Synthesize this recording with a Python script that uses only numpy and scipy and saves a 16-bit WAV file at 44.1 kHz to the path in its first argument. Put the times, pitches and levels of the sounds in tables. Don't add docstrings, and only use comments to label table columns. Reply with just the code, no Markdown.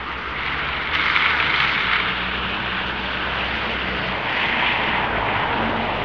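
import sys
import numpy as np
from scipy import signal
from scipy.fft import rfft, irfft, next_fast_len
from scipy.io import wavfile

SR = 44100
rng = np.random.default_rng(int(sys.argv[2]) if len(sys.argv) > 2 else 0)


def convert_level_to_amplitude(level_db):
    exponent = np.asarray(level_db, float) / 20
    return 10 ** exponent


def digitize_waveform(pressure):
    field = np.atleast_2d(pressure).T
    bounded = np.clip(field, -1, 1)
    quanta = np.round(bounded * 32767).astype(np.int16)
    wavfile.write(sys.argv[1], SR, quanta)


N = 266760

# time in seconds, level in dB before the high-pass.
SLUSH_LEVELS = [(0.362, -34), (0.43, -28.5), (0.57, -31.5), (0.75, -28.5), (0.87, -27.5), (0.91, -30),
                (0.95, -22), (1.3, -18.5), (1.38, -23.5), (1.44, -19.5), (1.5, -22.5), (1.61, -18.5),
                (1.77, -23), (1.92, -22), (1.95, -18.5), (2.0, -23.5), (2.35, -34)]


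def rms_one(x):
    return x / np.sqrt(np.mean(x ** 2) + 1e-20)


def in_time(rows):
    s, *columns = np.transpose(rows)
    t = np.arange(N) / SR
    return [np.interp(t, s, column) for column in columns]


def while_heard(rows, fade_s):
    t = np.arange(N) / SR
    inside_s = np.minimum(t - rows[0][0], rows[-1][0] - t)
    return np.clip(1 + inside_s / fade_s, 0, 1)


def swells(rows):
    t = np.arange(N) / SR
    return sum(convert_level_to_amplitude(db) * np.exp(-((t - top_s) / half_s) ** 2) for top_s, half_s, db in rows)


def drift(rate_hz):
    r = np.exp(-2 * np.pi * rate_hz * 40 / SR)
    noise = rng.standard_normal(N // 40 + 2002)
    slow = signal.lfilter([1], [1, -2 * r, r * r], noise)[2000:]
    return np.interp(np.arange(N) / 40, np.arange(len(slow)), rms_one(slow))


def resonance(x, hz, width_hz):
    r = np.exp(-np.pi * width_hz / SR)
    zeros = np.array([1, 0, -1]) * (1 - r * r) / 2
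    poles = [1, -2 * r * np.cos(2 * np.pi * hz / SR), r * r]
    return signal.lfilter(zeros, poles, x)


def rushing(modes, grains_per_s, grain_db, shared_db, own_db, flicker_hz):
    sizes = convert_level_to_amplitude(grain_db * np.minimum(rng.exponential(1, N), 4)) * rng.choice([-1, 1], N)
    grains = rms_one(sizes * (rng.random(N) < grains_per_s / SR))
    together, out = drift(flicker_hz), 0
    for hz, width_hz, level_db in modes:
        source = 0.75 * grains + 0.64 * rng.standard_normal(N)
        pass_hz = 1.91 * width_hz
        rung = resonance(resonance(source, hz, pass_hz), hz, pass_hz)
        flicker_db = shared_db * together + own_db * drift(flicker_hz)
        out = out + convert_level_to_amplitude(level_db + flicker_db) * rung
    return out / np.std(microphone(out))


def hum(hz, levels_db, waver_db):
    phase = 2 * np.pi * np.cumsum(hz) / SR
    out = 0
    for multiple, db in enumerate(levels_db, 1):
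        level = np.sqrt(2) * convert_level_to_amplitude(db + waver_db * drift(9))
        out = out + level * np.sin(multiple * phase + rng.uniform(0, 2 * np.pi))
    return out


def small_lumps():
    count, above_slush_db, spread_db = 24, 13.0, 3.0
    low_hz, high_hz, snap = 1300, 2400, 0.5
    when, size, pitch = rng.random((count, 3)).T
    slush_s, slush_db = np.transpose(SLUSH_LEVELS)
    s = slush_s[0] + when * (slush_s[-1] - slush_s[0])
    peak_db = np.interp(s, slush_s, slush_db) + above_slush_db + spread_db * (2 * size - 1)
    hz = low_hz * (high_hz / low_hz) ** pitch
    return list(zip(s, peak_db, hz, [snap] * count))


def crunches():
    # start in seconds, peak in dB before the high-pass, pitch in Hz, snap share 0-1.
    big_lumps = [(0.4333, -6, 2070, 0.55), (0.4617, -6, 2150, 0.4), (0.5, -8.5, 2110, 0.4),
                 (0.5934, -8, 1130, 0.7), (0.6538, -5, 2300, 0.7), (0.6876, -6, 2190, 0.6),
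                 (0.7305, -6, 2130, 0.6), (0.8728, -1, 1500, 0.75), (0.9351, -7, 2330, 0.4),
                 (0.9506, -2, 2260, 0.3), (1.006, -5, 2140, 0.6), (1.0987, -3, 2310, .55),
                 (1.1357, 2, 1290, 0.8), (1.1626, 3, 2340, 0.65), (1.2564, 1, 1360, .7),
                 (1.267, 2, 2000, .7), (1.3063, 4.5, 2240, 0.8), (1.4006, 2, 2160, 0.35),
                 (1.445, -3, 1400, 0.4), (1.5407, 4, 1690, 0.8), (1.6015, -2, 2400, 0.2),
                 (1.6485, -3, 2150, 0.6), (1.6749, 2, 1590, 0.75), (1.6934, -3, 2290, 0.6),
                 (1.7513, 1, 2170, .8), (1.7767, -3, 1590, .75), (1.9304, -4, 1530, 0.3),
                 (1.9583, 2, 2200, 0.75), (2.089, -6, 1590, 0.55), (2.2287, -7, 1670, 0.7)]
    lumps = big_lumps + small_lumps()
    length = 1500
    t, out = np.arange(length) / SR, np.zeros(N + length)
    noises = rng.standard_normal((len(lumps), length))
    for (s, peak_db, hz, snap), noise in zip(lumps, noises):
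        force = (1 - snap) * noise * np.exp(-t / 0.005)
        force[20] -= 6 * snap
        burst = resonance(force, hz, 1300) + 0.18 * resonance(force, 3500, 2000)
        out[round(s * SR):][:length] += convert_level_to_amplitude(peak_db) * burst / np.abs(burst).max()
    return out[:N]


def slush():
    # centre in Hz, nominal width in Hz, level in dB.
    slush_modes = [(1096, 140, -14), (1308, 290, 1), (1800, 360, -1), (2147, 224, 3), (2876, 920, -5.5),
                   (3550, 610, -2)]
    crushing = rushing(slush_modes, 1200, 4.5, shared_db=0.9, own_db=1.3, flicker_hz=70)
    crushing *= convert_level_to_amplitude(in_time(SLUSH_LEVELS)[0]) * while_heard(SLUSH_LEVELS, 0.012)
    no_bass = signal.butter(4, 850, "high", fs=SR, output="sos")
    return signal.sosfilt(no_bass, crushing + crunches())


def wet_tar():
    # time in seconds, level in dB before tilt and dip, treble in dB against the rest,
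    # share cancelled by the ground echo 0-1.
    hiss_levels = [(0.0, -28, -10, 0.1), (0.4, -28, -5.5, 0), (0.6, -26.5, -2.5, 0.05),
                   (0.86, -26.5, -13, 0.05), (1.08, -27.5, -5.5, .05), (2.2, -26.5, 3, 0.9),
                   (2.5, -25.5, 1.5, 0.7), (2.95, -26.5, 1, 0.6), (3.7, -25, -0.5, 0.1),
                   (4.28, -30.5, 1, 0.05), (4.89, -26.5, -1, 0.1), (5.05, -30.5, -1, 0.3),
                   (5.7, -26.5, -2, .1), (6.05, -27, -0.5, 0.2)]
    # centre in Hz, nominal width in Hz, level in dB.
    hiss_modes = [(1270, 370, -1.5), (1972, 423, 0.5), (2567, 910, -1.5), (3376, 510, -6)]
    treble_from_hz, dip_hz, dip_width_hz = 1600, 2020, 500
    level_db, treble_db, cancelled = in_time(hiss_levels)
    hiss = rushing(hiss_modes, 5000, 3.7, shared_db=0.5, own_db=0.96, flicker_hz=15)
    low = signal.sosfilt(signal.butter(1, treble_from_hz, fs=SR, output="sos"), hiss)
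    hiss = low + convert_level_to_amplitude(treble_db) * (hiss - low)
    hiss = hiss - cancelled * resonance(hiss, dip_hz, dip_width_hz)
    return convert_level_to_amplitude(level_db) * hiss


def tread_roar():
    # time in seconds, level in dB.
    roar_levels = [(0.0, -40), (0.86, -36.5), (1.28, -33), (2.33, -36.5), (3.15, -34.5), (3.99, -36),
                   (4.28, -29.5), (4.6, -27), (4.9, -28.5), (5.37, -25), (5.76, -26.5), (5.9, -29.5),
                   (6.05, -29.5)]
    # centre in Hz, nominal width in Hz, level in dB.
    roar_modes = [(826, 174, 2.5), (924, 118, 6.5), (1040, 220, -2)]
    roar = rushing(roar_modes, 2500, 2.7, shared_db=1.4, own_db=0.5, flicker_hz=8.3)
    return convert_level_to_amplitude(in_time(roar_levels)[0]) * roar


def groove_whistle():
    # time in seconds, level in dB.
    groove_levels = [(0.0, -42), (0.6, -34.5), (1.08, -32.5), (1.84, -28.5), (2.33, -34.5), (2.7, -31),
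                     (3.15, -31.5), (3.8, -31), (4.5, -36), (4.89, -35), (5.37, -28.5), (5.7, -32),
                     (5.9, -42), (6.05, -44)]
    # centre in Hz, nominal width in Hz, level in dB.
    groove_modes = [(1511, 213, 0)]
    whistle = rushing(groove_modes, 3000, 2.3, shared_db=-0.5, own_db=1.5, flicker_hz=11)
    return convert_level_to_amplitude(in_time(groove_levels)[0]) * whistle


def early_groove():
    # time in seconds, level in dB.
    early_levels = [(0.0, -37), (0.4, -35), (0.8, -38)]
    # centre in Hz, nominal width in Hz, level in dB.
    early_modes = [(1244, 200, 0)]
    whistle = rushing(early_modes, 3000, 2.0, shared_db=1.5, own_db=1.0, flicker_hz=10)
    return convert_level_to_amplitude(in_time(early_levels)[0]) * while_heard(early_levels, 0.2) * whistle


def spray():
    # time in seconds, level in dB.
    spray_levels = [(4.15, -33.5), (4.39, -21), (4.56, -24.5), (4.66, -20.5), (4.82, -26), (5.04, -26.5),
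                    (5.08, -33.5), (5.17, -31), (5.25, -30), (5.36, -27), (5.45, -33)]
    # centre in Hz, nominal width in Hz, level in dB.
    spray_modes = [(1980, 490, 3), (2470, 400, -1), (3050, 500, -2.5)]
    water = rushing(spray_modes, 3000, 4.1, shared_db=0.8, own_db=1.2, flicker_hz=30)
    return convert_level_to_amplitude(in_time(spray_levels)[0]) * while_heard(spray_levels, 0.26) * water


def low_road_noise():
    # time in seconds, gain in dB.
    nearness = [(0.0, 0), (0.9, 3), (1.6, 4), (2.3, 4), (3.2, 5.5), (3.9, 8), (4.3, 7), (5.0, 8.5),
                (5.4, 10), (6.05, 10.5)]
    # centre in Hz, nominal width in Hz, level in dB.
    body_modes = [(490, 120, 1.5), (630, 127, 5)]
    panel_modes = [(268, 44, -5), (316.8, 40, 4), (412, 101, 3.5)]
    rumble_modes = [(35.2, 66, -9.5), (103, 64, -2), (173, 82, -3.5)]
    near_db, = in_time(nearness)
    body = rushing(body_modes, 2500, 2.3, shared_db=1.0, own_db=-0.75, flicker_hz=5.6)
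    panel = rushing(panel_modes, 2500, 1.5, shared_db=0.05, own_db=0.8, flicker_hz=12)
    rumble = rushing(rumble_modes, 2500, 1.6, shared_db=0.3, own_db=0.3, flicker_hz=13)
    out = convert_level_to_amplitude(-48 + 1.77 * near_db) * body
    out += convert_level_to_amplitude(-40 + 0.41 * near_db) * panel
    return out + convert_level_to_amplitude(-43.5 + near_db) * rumble


def gusts():
    # top in seconds, half-width in seconds, level in dB.
    gust_swells = [(5.55, 0.048, -35.5), (5.64, 0.11, -34), (5.78, 0.11, -39)]
    # centre in Hz, nominal width in Hz, level in dB.
    gust_modes = [(233, 45, -4), (303, 61, -0.5)]
    gust = rushing(gust_modes, 2500, 1.5, shared_db=2.5, own_db=-1.3, flicker_hz=15)
    return swells(gust_swells) * gust


def engine():
    # time in seconds, firing rate in Hz, firing tone in dB, upper multiples in dB before the pipe.
    engine_course = [(0.0, 65.37, -44.5, -44), (0.34, 68.6, -40.5, -44.5), (0.5, 70.27, -40, -41.5),
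                     (1.13, 76.2, -40, -36), (1.4, 77.04, -37, -36), (1.55, 72.28, -42.5, -35),
                     (1.73, 65.29, -39.5, -45.5), (1.87, 61.5, -41.5, -39), (2.46, 62.34, -38.5, -37.5),
                     (2.98, 63.54, -39, -34), (3.54, 64.7, -36, -49), (3.77, 63.6, -37, -37.5),
                     (4.09, 62.25, -39.5, -35.5), (4.28, 63.76, -50, -49), (4.5, 63, -43, -52),
                     (4.92, 63.8, -40, -43.5), (5.2, 53.23, -38.5, -39.5), (5.49, 49.5, -46, -41.5),
                     (6.05, 49.2, -39.5, -46.5)]
    # frequency in Hz, gain in dB.
    pipe_gains = [(95, 4), (115, 0), (127, -10), (138, 2.5), (155, -9), (175, -3.5), (189, 1), (200, -2.5),
                  (232, -15)]
    firing_hz, tone_db, upper_db = in_time(engine_course)
    pipe_hz, pipe_db = np.transpose(pipe_gains)
    levels_db = [tone_db]
    for multiple in (2, 3):
        passed_db = np.interp(multiple * firing_hz, pipe_hz, pipe_db)
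        levels_db.append(upper_db + passed_db + 0.86 * drift(7.5))
    return hum(firing_hz, levels_db, waver_db=1.76)


def drone():
    # top in seconds, half-width in seconds, level in dB.
    drone_swells = [(2.53, 0.092, -38), (3.5, 0.083, -38.5), (3.72, 0.089, -40), (4.6, .2, -37.5),
                    (4.88, 0.041, -41.5), (5.06, 0.22, -44.5), (5.65, .08, -30.5), (5.8, 0.1, -36)]
    pitch_hz = 224.3 + 2.7 * drift(5.1)
    return swells(drone_swells) * hum(pitch_hz, [0], waver_db=3.0)


def idling():
    # time in seconds, pitch in Hz, level in dB.
    idling_course = [(0.0, 60.7, -46), (0.25, 59.3, -44), (0.7, 57.6, -43), (1.3, 53.7, -51)]
    hz, level_db = in_time(idling_course)
    return while_heard(idling_course, 0.15) * hum(hz, [level_db], waver_db=-3.5)


def mist():
    # time in seconds, level in dB.
    mist_levels = [(0.0, -51.5), (0.45, -49), (0.925, -51.5), (0.945, -33.5), (0.98, -47), (1.04, -41),
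                   (1.47, -44.5), (1.6, -39), (1.8, -43), (1.9, -48.5), (2.2, -51.5), (2.9, -50),
                   (3.72, -46.5), (4.14, -50.5), (4.43, -44.5), (5.1, -51.5), (6.05, -51)]
    # centre in Hz, nominal width in Hz, level in dB.
    mist_modes = [(4500, 500, -3), (5000, 840, -2.5), (6200, 1100, 0.5)]
    droplets = rushing(mist_modes, 3000, 3.3, shared_db=1.8, own_db=1.0, flicker_hz=30)
    return convert_level_to_amplitude(in_time(mist_levels)[0]) * droplets


def sheen():
    # time in seconds, level in dB.
    sheen_levels = [(3.0, -50.5), (3.3, -55.5), (3.7, -51), (4.1, -49), (4.3, -64)]
    # centre in Hz, nominal width in Hz, level in dB.
    sheen_modes = [(4460, 350, 5.5), (4900, 280, 1)]
    band = rushing(sheen_modes, 2200, 2.5, shared_db=2.4, own_db=0.3, flicker_hz=15)
    return convert_level_to_amplitude(in_time(sheen_levels)[0]) * while_heard(sheen_levels, 0.06) * band


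def scene():
    tyres = slush() + tread_roar() + groove_whistle() + early_groove() + spray() + mist()
    road = wet_tar() + low_road_noise() + gusts() + sheen()
    motor = engine() + drone() + idling()
    return (tyres + road + motor)[None]


def microphone(x):
    # frequency in Hz, gain in dB.
    response = [(20, -13.5), (45, 3), (80, -2), (3000, -3), (3800, -13.5), (4600, -20), (5600, -29.5),
                (6400, -39.5), (7000, -51), (7300, -63), (7600, -90)]
    size = next_fast_len(N + 4096)
    hz, db = np.transpose(response)
    bins_hz = np.arange(size // 2 + 1) * SR / size
    colour = convert_level_to_amplitude(np.interp(np.log(bins_hz + 1), np.log(hz), db))
    return irfft(rfft(x, size) * colour, size)[..., :N]


def band_limit(x):
    return signal.sosfilt(signal.butter(12, 7190, fs=SR, output="sos"), x)


def record(dry):
    converter_noise = convert_level_to_amplitude(-91) * rng.standard_normal(dry.shape)
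    offset = -0.0031
    return band_limit(microphone(dry) + converter_noise + offset)


dry = scene()
out = record(dry)
digitize_waveform(out)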